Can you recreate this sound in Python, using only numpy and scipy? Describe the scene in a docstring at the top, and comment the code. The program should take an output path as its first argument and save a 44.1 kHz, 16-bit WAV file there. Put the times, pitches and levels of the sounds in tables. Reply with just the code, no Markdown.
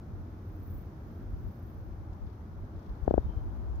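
"""A small drum fish, held in the hand over marshy shallows, drums four times right by the microphone:
each muscle twitch snaps its swim bladder once, a band-limited pulse, and shakes the body, a damped mode.
Wind, as shaped noise and single bumps of air, rumbles and buffets the microphone's two ports.
Shaped noise is also the marsh air with a distant engine's drone, and, throbbing, an insect in the grass.
Ticks and rubbing are faint noise bands, a low hum swells near the end, and sines make a far whistled call."""
import sys
import numpy as np
from scipy import signal
from scipy.fft import rfft, irfft
from scipy.io import wavfile

SR = 44100
rng = np.random.default_rng(int(sys.argv[2]) if len(sys.argv) > 2 else 0)


def log_audio(samples):
    """Write samples as a 16-bit WAV file to the path given in sys.argv[1]."""
    # one column per channel
    frames = np.atleast_2d(samples).T
    # limit to full scale, then quantise
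    limited = np.clip(frames, -1, 1)
    pcm = np.round(limited * 32767).astype(np.int16)
    wavfile.write(sys.argv[1], SR, pcm)


N = 167580
T = np.arange(N) / SR
HZ = np.maximum(np.fft.rfftfreq(N, 1 / SR), 1)  # the floor of 1 Hz keeps logs and ratios finite

# In every noise colour, levels are relative. A width is the offset at which a resonance's gain is 1/4.
# Every pan is the left level minus the right, in dB.

# Wind strength. Each row: time in seconds, level in dB.
WIND_LEVEL = [(0, -61), (.14, -49), (.4, -54), (.62, -51), (.78, -46), (.92, -51.5), (1.15, -53.5),
              (1.35, -40.5), (1.6, -50.5), (1.85, -42), (2.1, -44), (2.3, -52), (2.38, -55), (2.55, -49),
              (2.72, -52.5), (2.9, -42), (3.25, -43.5), (3.45, -49.5), (3.8, -37.5)]
# Wind spectrum. Each row: frequency in Hz, relative level in dB per Hz.
WIND_COLOUR = [(15, -40), (30, -9), (41, 18), (62, 12.5), (85, -3), (130, -6), (200, -15), (500, -48.5),
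               (3000, -100)]
WIND_FLUTTER_DB, WIND_FLUTTER_HZ, WIND_LIKENESS = 5.5, 7.2, .15
# Low bumps of air on the ports. Each row: centre in seconds, level in dB, pitch in Hz,
# left minus right in dB.
BUFFETS = [(.135, -35, 81, 0), (.764, -34.5, 45.4, 1), (1.34, -32, 70, 10), (2.102, -32.5, 61, -5),
           (2.125, -33, 59, 1), (3.035, -34.5, 52.7, 24.5), (3.252, -28, 64, -14), (3.267, -35, 98.3, 20),
           (3.297, -35, 64, 26), (3.373, -28.5, 68, 13), (3.472, -34, 61.6, -9.5), (3.494, -39, 63.6, -4),
           (3.748, -34, 60.5, -20)]

# Open air of the marsh with a distant engine's low drone near 90 Hz. Each row: frequency in Hz,
# relative level in dB per Hz.
AIR_COLOUR = [(31, -7.5), (61, 11), (79, 12.5), (90, 18), (105, 12), (119, 7), (142, 4), (232, 2),
              (276, -2), (314, 2), (362, -3.5), (482, -9.5), (652, -12), (852, -15.5), (1440, -19.5),
              (1810, -26), (2280, -30), (2820, -36.5), (4520, -38.5), (6320, -39), (7550, -50.5),
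              (10100, -47.5), (13100, -42), (15450, -42), (16150, -51)]
# Strength of the air and drone. Each row: time in seconds, level in dB.
AIR_LEVEL = [(0, -43.5), (1.15, -42.5), (2.02, -44), (2.62, -44), (3.22, -42), (3.8, -43)]
# Stereo balance of the air and drone. Each row: frequency in Hz, left minus right in dB.
AIR_BALANCE = [(105, 0.8), (560, -0.3), (960, -1.3), (1720, -7), (2950, 6.5), (5100, 6.5), (8000, -1),
               (15100, 1)]
# Stereo coherence of the air and drone. Each row: frequency in Hz, left-right likeness (1 is identical).
AIR_LIKENESS = [(90, 1), (240, 1), (480, 0.77), (950, 0.14), (1900, 0.0056)]
# Air on the left, growing as the fish comes close. Each row: time in seconds, level in dB.
NEAR_AIR_LEVEL = [(0, -62), (1.5, -65), (2.1, -58.5), (2.6, -60.5), (3.3, -55.5), (3.8, -56)]
# Spectrum of that near air. Each row: frequency in Hz, relative level in dB per Hz.
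NEAR_AIR_COLOUR = [(300, -36), (600, 2), (900, 3.5), (1400, -6), (1900, -65), (3300, -23), (5000, -103.5),
                   (8000, -84)]

# Low hum, swelling near the end. Each row: time in seconds, level in dB.
HUM_LEVEL = [(3.2, -59.5), (3.42, -36.5), (3.6, -35.5), (3.8, -35)]
HUM_HZ, HUM_WIDTH_HZ, HUM_LIKENESS = 61.62, 0.28, -0.13

# Strength of the insect's rasp before the wing strokes shape it. Each row: time in seconds, level in dB.
INSECT_LEVEL = [(0, -98), (.44, -80), (.555, -72), (.695, -62.5), (.795, -63), (.875, -79), (.98, -82),
                (1.16, -73), (1.28, -82), (1.47, -72.5), (1.68, -75), (1.87, -78), (2.04, -98)]
# Spectrum of the rasp. Each row: frequency in Hz, relative level in dB per Hz.
INSECT_COLOUR = [(6000, -66), (10400, -22.5), (12400, -10), (14400, -2), (15450, 0.5), (16100, -32)]
# A narrower, lower band of the rasp, before the strokes. Each row: time in seconds, level in dB.
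INSECT_RING_LEVEL = [(1.3, -100), (1.5, -83), (1.67, -76), (1.85, -87), (2.0, -105)]
INSECT_RING_HZ, INSECT_RING_WIDTH_HZ, INSECT_PAN_DB = 12900, 700, 4
STROKE_AT_S, STROKE_EVERY_S = .709, .03685
STROKE_HALF_DEPTH_DB, STROKE_UNEVEN_DB = 4.5, .7

# Gusts reaching above the deep rumble. Each row: centre in seconds, level in dB, half-length in seconds.
GUSTS = [(1.055, -57.5, 0.034), (1.207, -47.5, 0.021), (1.52, -61, 0.047), (3.296, -48.5, 0.012)]
GUST_HZ, GUST_WIDTH_HZ, GUST_LIKENESS = 240, 180, 0.96

# Fingers on the scales. Each row: time in seconds, level in dB before panning.
RUB_LEVEL = [(2.0, -104), (2.33, -87), (2.5, -99), (2.72, -90.5), (2.85, -81), (3.0, -97), (3.1, -81),
             (3.3, -84.5), (3.5, -100), (3.8, -89)]
# Spectrum of the rub. Each row: frequency in Hz, relative level in dB per Hz.
RUB_COLOUR = [(1900, -22), (3250, 11), (4550, 4.5), (5450, -19), (6550, -6), (8100, -17), (14900, -23),
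              (16100, -32.5)]
RUB_PAN_DB = 6.5

# Dry ticks of handling. Each row: start in seconds, level in dB before decay and panning, centre in Hz.
TICKS = [(2.131, -68.5, 5000), (2.267, -70, 3700), (2.300, -70.5, 3900), (2.329, -72, 4100),
         (2.650, -77, 5600), (2.762, -73, 3900), (2.793, -69.5, 4300), (2.828, -70.5, 4400),
         (2.861, -69, 3900), (2.894, -68.5, 3600), (2.952, -74, 3800), (3.045, -75, 6000),
         (3.063, -68, 3100), (3.099, -69, 3400), (3.757, -73, 6500)]
TICK_WIDTH_HZ, TICK_T60_S, TICK_PAN_DB = 2900, .035, 9.5

# Twitches of the drumming muscle. Each row: time in seconds, thump level in dB, upper edge of the thump
# in Hz, sharp edge in dB relative to the thump, upper limit of the sharp edge in Hz, shaded port in dB
# relative to the open one, body swing level in dB, swing pitch in Hz, swing outward 1 or inward -1.
TWITCHES = [(3.0795, -6.5, 707, -27.5, 1930, -16.5, -18, 64, -1),
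            (3.1105, -7.5, 628, -31.5, 1610, -15.5, -37, 66, -1),
            (3.1413, -7, 650, -29.5, 1530, -16, -18, 71.3, -1),
            (3.1803, -5, 653, -30, 1620, -12.5, -14, 61.6, 1)]
THUMP_LOW_HZ, THUMP_STEEPNESS = 234, 6.14
SNAP_LOW_HZ, SNAP_STEEPNESS = 1050, 10
SWING_T60_S, FLESH_CUT_HZ = .1, 2150
FAR_PORT_LAG_S, FAR_EDGE_HZ, FAR_SNAP_DB = 0.00071, 484, -11  # the right port is shaded
FAR_RING_HZ, FAR_RING_DB, FAR_RING_T60_S, FAR_RING_LAG_S = 423, -16.5, .011, .0013

# Far whistled notes. Each row: centre in seconds, half-length in seconds, pitch in Hz,
# level in dB before panning.
WHISTLES = [(3.25, .035, 3720, -84), (3.318, .043, 3110, -77.5), (3.385, .026, 3110, -81)]
WHISTLE_WANDER_HZ, WHISTLE_PAN_DB = 35, 8.5

BASS_CUT_HZ, TREBLE_CUT_HZ = 22, 15600


def from_db(db):
    """Amplitude gain grows tenfold for every 20 dB."""
    return 10 ** (np.asarray(db) / 20)


def rms_one(x):
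    """Dividing by the root mean square brings a signal to unit rms."""
    return x / np.sqrt(np.mean(x ** 2) + 1e-20)


def level(rows):
    """A gain envelope follows straight lines in decibels between (s, dB) rows."""
    return from_db(np.interp(T, *np.transpose(rows)))


def over_hz(rows):
    """A spectral curve is interpolated along logarithmic frequency."""
    hz, value = np.transpose(rows)
    return np.interp(np.log(HZ), np.log(hz), value)


def pan(db):
    """A level difference between the ears is split equally into left and right gains."""
    return from_db(np.array([[1], [-1]]) * db / 2)


def noise(gain, likeness=0):
    """Stereo coherence follows the balance of independent mid and side noise; spectrally shaped, rms 1."""
    mid, side = rfft(rng.standard_normal((2, N)))
    c = np.clip(likeness, -1, 1)
    stereo = np.sqrt(1 + c) * mid + np.sqrt(1 - c) * side * [[1], [-1]]
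    return rms_one(irfft(gain * stereo, N))


def narrow(hz, width_hz):
    """A resonance passes most at its centre and falls away on both sides."""
    return 1 / (1 + ((HZ - hz) / width_hz) ** 2) ** 2


def drift(rate_hz):
    """Low-passed noise wanders slowly; rms 1."""
    return rms_one(irfft(rfft(rng.standard_normal(N)) / (1 + (HZ / rate_hz) ** 4), N))


def push(s, low_hz, high_hz, steepness):
    """A brief in-and-out surface movement gives a band-limited pulse: peak between troughs, height 1."""
    low_side = 1 + (low_hz / HZ) ** 4
    high_side = 1 + (HZ / high_hz) ** (2 * steepness)
    band = 1 / np.sqrt(low_side * high_side)
    centred_at_s = np.exp(-2j * np.pi * HZ * s)
    return irfft(band * centred_at_s, N) / band.mean()


def decay(s, t60):
    """Damping is exponential: from its start at s the level falls 60 dB in each t60."""
    return (T >= s) * from_db(-60 * np.clip((T - s) / t60, 0, 10))


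def ring(s, hz, t60):
    """A struck damped mode is a sine that decays exponentially from s."""
    return np.sin(2 * np.pi * hz * (T - s)) * decay(s, t60)


def wind():
    """Turbulence is low noise of fluctuating level; each buffet is one short bell-shaped pressure swing."""
    flutter = from_db(WIND_FLUTTER_DB * drift(WIND_FLUTTER_HZ))
    out = level(WIND_LEVEL) * flutter * noise(from_db(over_hz(WIND_COLOUR)), WIND_LIKENESS)
    for s, db, hz, pan_db in BUFFETS:
        cycles = hz * (T - s)
        bell = np.exp(-np.minimum(2 * cycles ** 2, 20))
        out += pan(pan_db) * from_db(db) * -np.sin(2 * np.pi * cycles) * bell
    return out


def marsh_air_and_engine():
    """Marsh air and distant engine drone are shaped noise, coherent in the bass; near air adds to the left."""
    far = noise(from_db(over_hz(AIR_COLOUR)) * pan(over_hz(AIR_BALANCE)), over_hz(AIR_LIKENESS))
    near = noise(from_db(over_hz(NEAR_AIR_COLOUR))) * [[1], [0]]
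    return level(AIR_LEVEL) * far + level(NEAR_AIR_LEVEL) * near


def hum():
    """Noise through a very narrow resonance becomes a wavering tone, faint until it swells."""
    return level(HUM_LEVEL) * noise(narrow(HUM_HZ, HUM_WIDTH_HZ), HUM_LIKENESS)


def insect():
    """Amplitude modulation makes a very high noise rasp throb at each slightly uneven wing stroke."""
    stroke_phase = 2 * np.pi * (T - STROKE_AT_S) / STROKE_EVERY_S
    throb_db = STROKE_HALF_DEPTH_DB * (np.cos(stroke_phase) - 1)
    strokes = from_db(throb_db + STROKE_UNEVEN_DB * drift(15))
    rasp = level(INSECT_LEVEL) * noise(from_db(over_hz(INSECT_COLOUR)))
    ringing = level(INSECT_RING_LEVEL) * noise(narrow(INSECT_RING_HZ, INSECT_RING_WIDTH_HZ))
    return pan(INSECT_PAN_DB) * strokes * (rasp + ringing)


def gusts():
    """Brief surges of turbulence are low-middle noise bands, nearly coherent between the ports."""
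    swell = sum(from_db(db) / (1 + ((T - s) / half_s) ** 4) for s, db, half_s in GUSTS)
    return swell * noise(narrow(GUST_HZ, GUST_WIDTH_HZ), GUST_LIKENESS)


def fingers():
    """Friction of fingers on the scales is treble noise with a slowly varying level."""
    return pan(RUB_PAN_DB) * level(RUB_LEVEL) * noise(from_db(over_hz(RUB_COLOUR)))


def ticks():
    """A dry impact is a decaying burst of broad-band noise whose centre frequency sets its brightness."""
    out = 0
    for s, db, hz in TICKS:
        burst = decay(s, TICK_T60_S) * noise(narrow(hz, TICK_WIDTH_HZ))
        out = out + from_db(db) * burst
    return pan(TICK_PAN_DB) * out


def fish():
    """A twitch radiates one bladder pulse and a damped body swing; shading delays and dulls the pulse."""
    out = np.zeros((2, N))
    for s, db, edge_hz, snap_db, snap_hz, far_db, swing_db, swing_hz, direction in TWITCHES:
        thump = push(s, THUMP_LOW_HZ, edge_hz, THUMP_STEEPNESS)
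        snap = from_db(snap_db) * push(s, SNAP_LOW_HZ, snap_hz, SNAP_STEEPNESS)
        swing = np.sign(direction) * from_db(swing_db) * ring(s, swing_hz, SWING_T60_S)
        out[0] += from_db(db) * (thump + snap) + swing
        # the shaded right port also rings briefly
        dull = from_db(far_db) * push(s + FAR_PORT_LAG_S, THUMP_LOW_HZ, FAR_EDGE_HZ, THUMP_STEEPNESS)
        late_snap = from_db(FAR_SNAP_DB) * np.interp(T - FAR_PORT_LAG_S, T, snap)
        ringing = -from_db(FAR_RING_DB) * ring(s + FAR_RING_LAG_S, FAR_RING_HZ, FAR_RING_T60_S)
        out[1] += from_db(db) * (dull + late_snap + ringing) + from_db(far_db) * swing
    flesh = 1 / (1 + (HZ / FLESH_CUT_HZ) ** 20)
    return irfft(rfft(out) * flesh, N)


def far_bird():
    """A whistle is nearly a pure tone: sines of slightly wavering frequency, one high note then two lower."""
    out = 0
    for s, half_s, hz, db in WHISTLES:
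        swell = 1 / (1 + ((T - s) / half_s) ** 6)
        pitch = hz + WHISTLE_WANDER_HZ * drift(60)
        tone = rms_one(np.sin(2 * np.pi * np.cumsum(pitch) / SR))
        out = out + from_db(db) * swell * tone
    return pan(WHISTLE_PAN_DB) * out


def scene():
    """Sound pressures superpose: the fish in front, the marsh and a distant engine behind."""
    background = wind() + marsh_air_and_engine() + hum() + insect() + gusts() + far_bird()
    return background + fingers() + ticks() + fish()


def record(dry):
    """Limited bandwidth rolls off the deepest bass and cuts the top steeply with an elliptic low-pass."""
    lean = irfft(rfft(dry) / np.sqrt(1 + (BASS_CUT_HZ / HZ) ** 10), N)
    top_cut = signal.ellip(12, .1, 80, TREBLE_CUT_HZ, fs=SR, output="sos")
    return signal.sosfilt(top_cut, lean)


dry = scene()
out = record(dry)
log_audio(out)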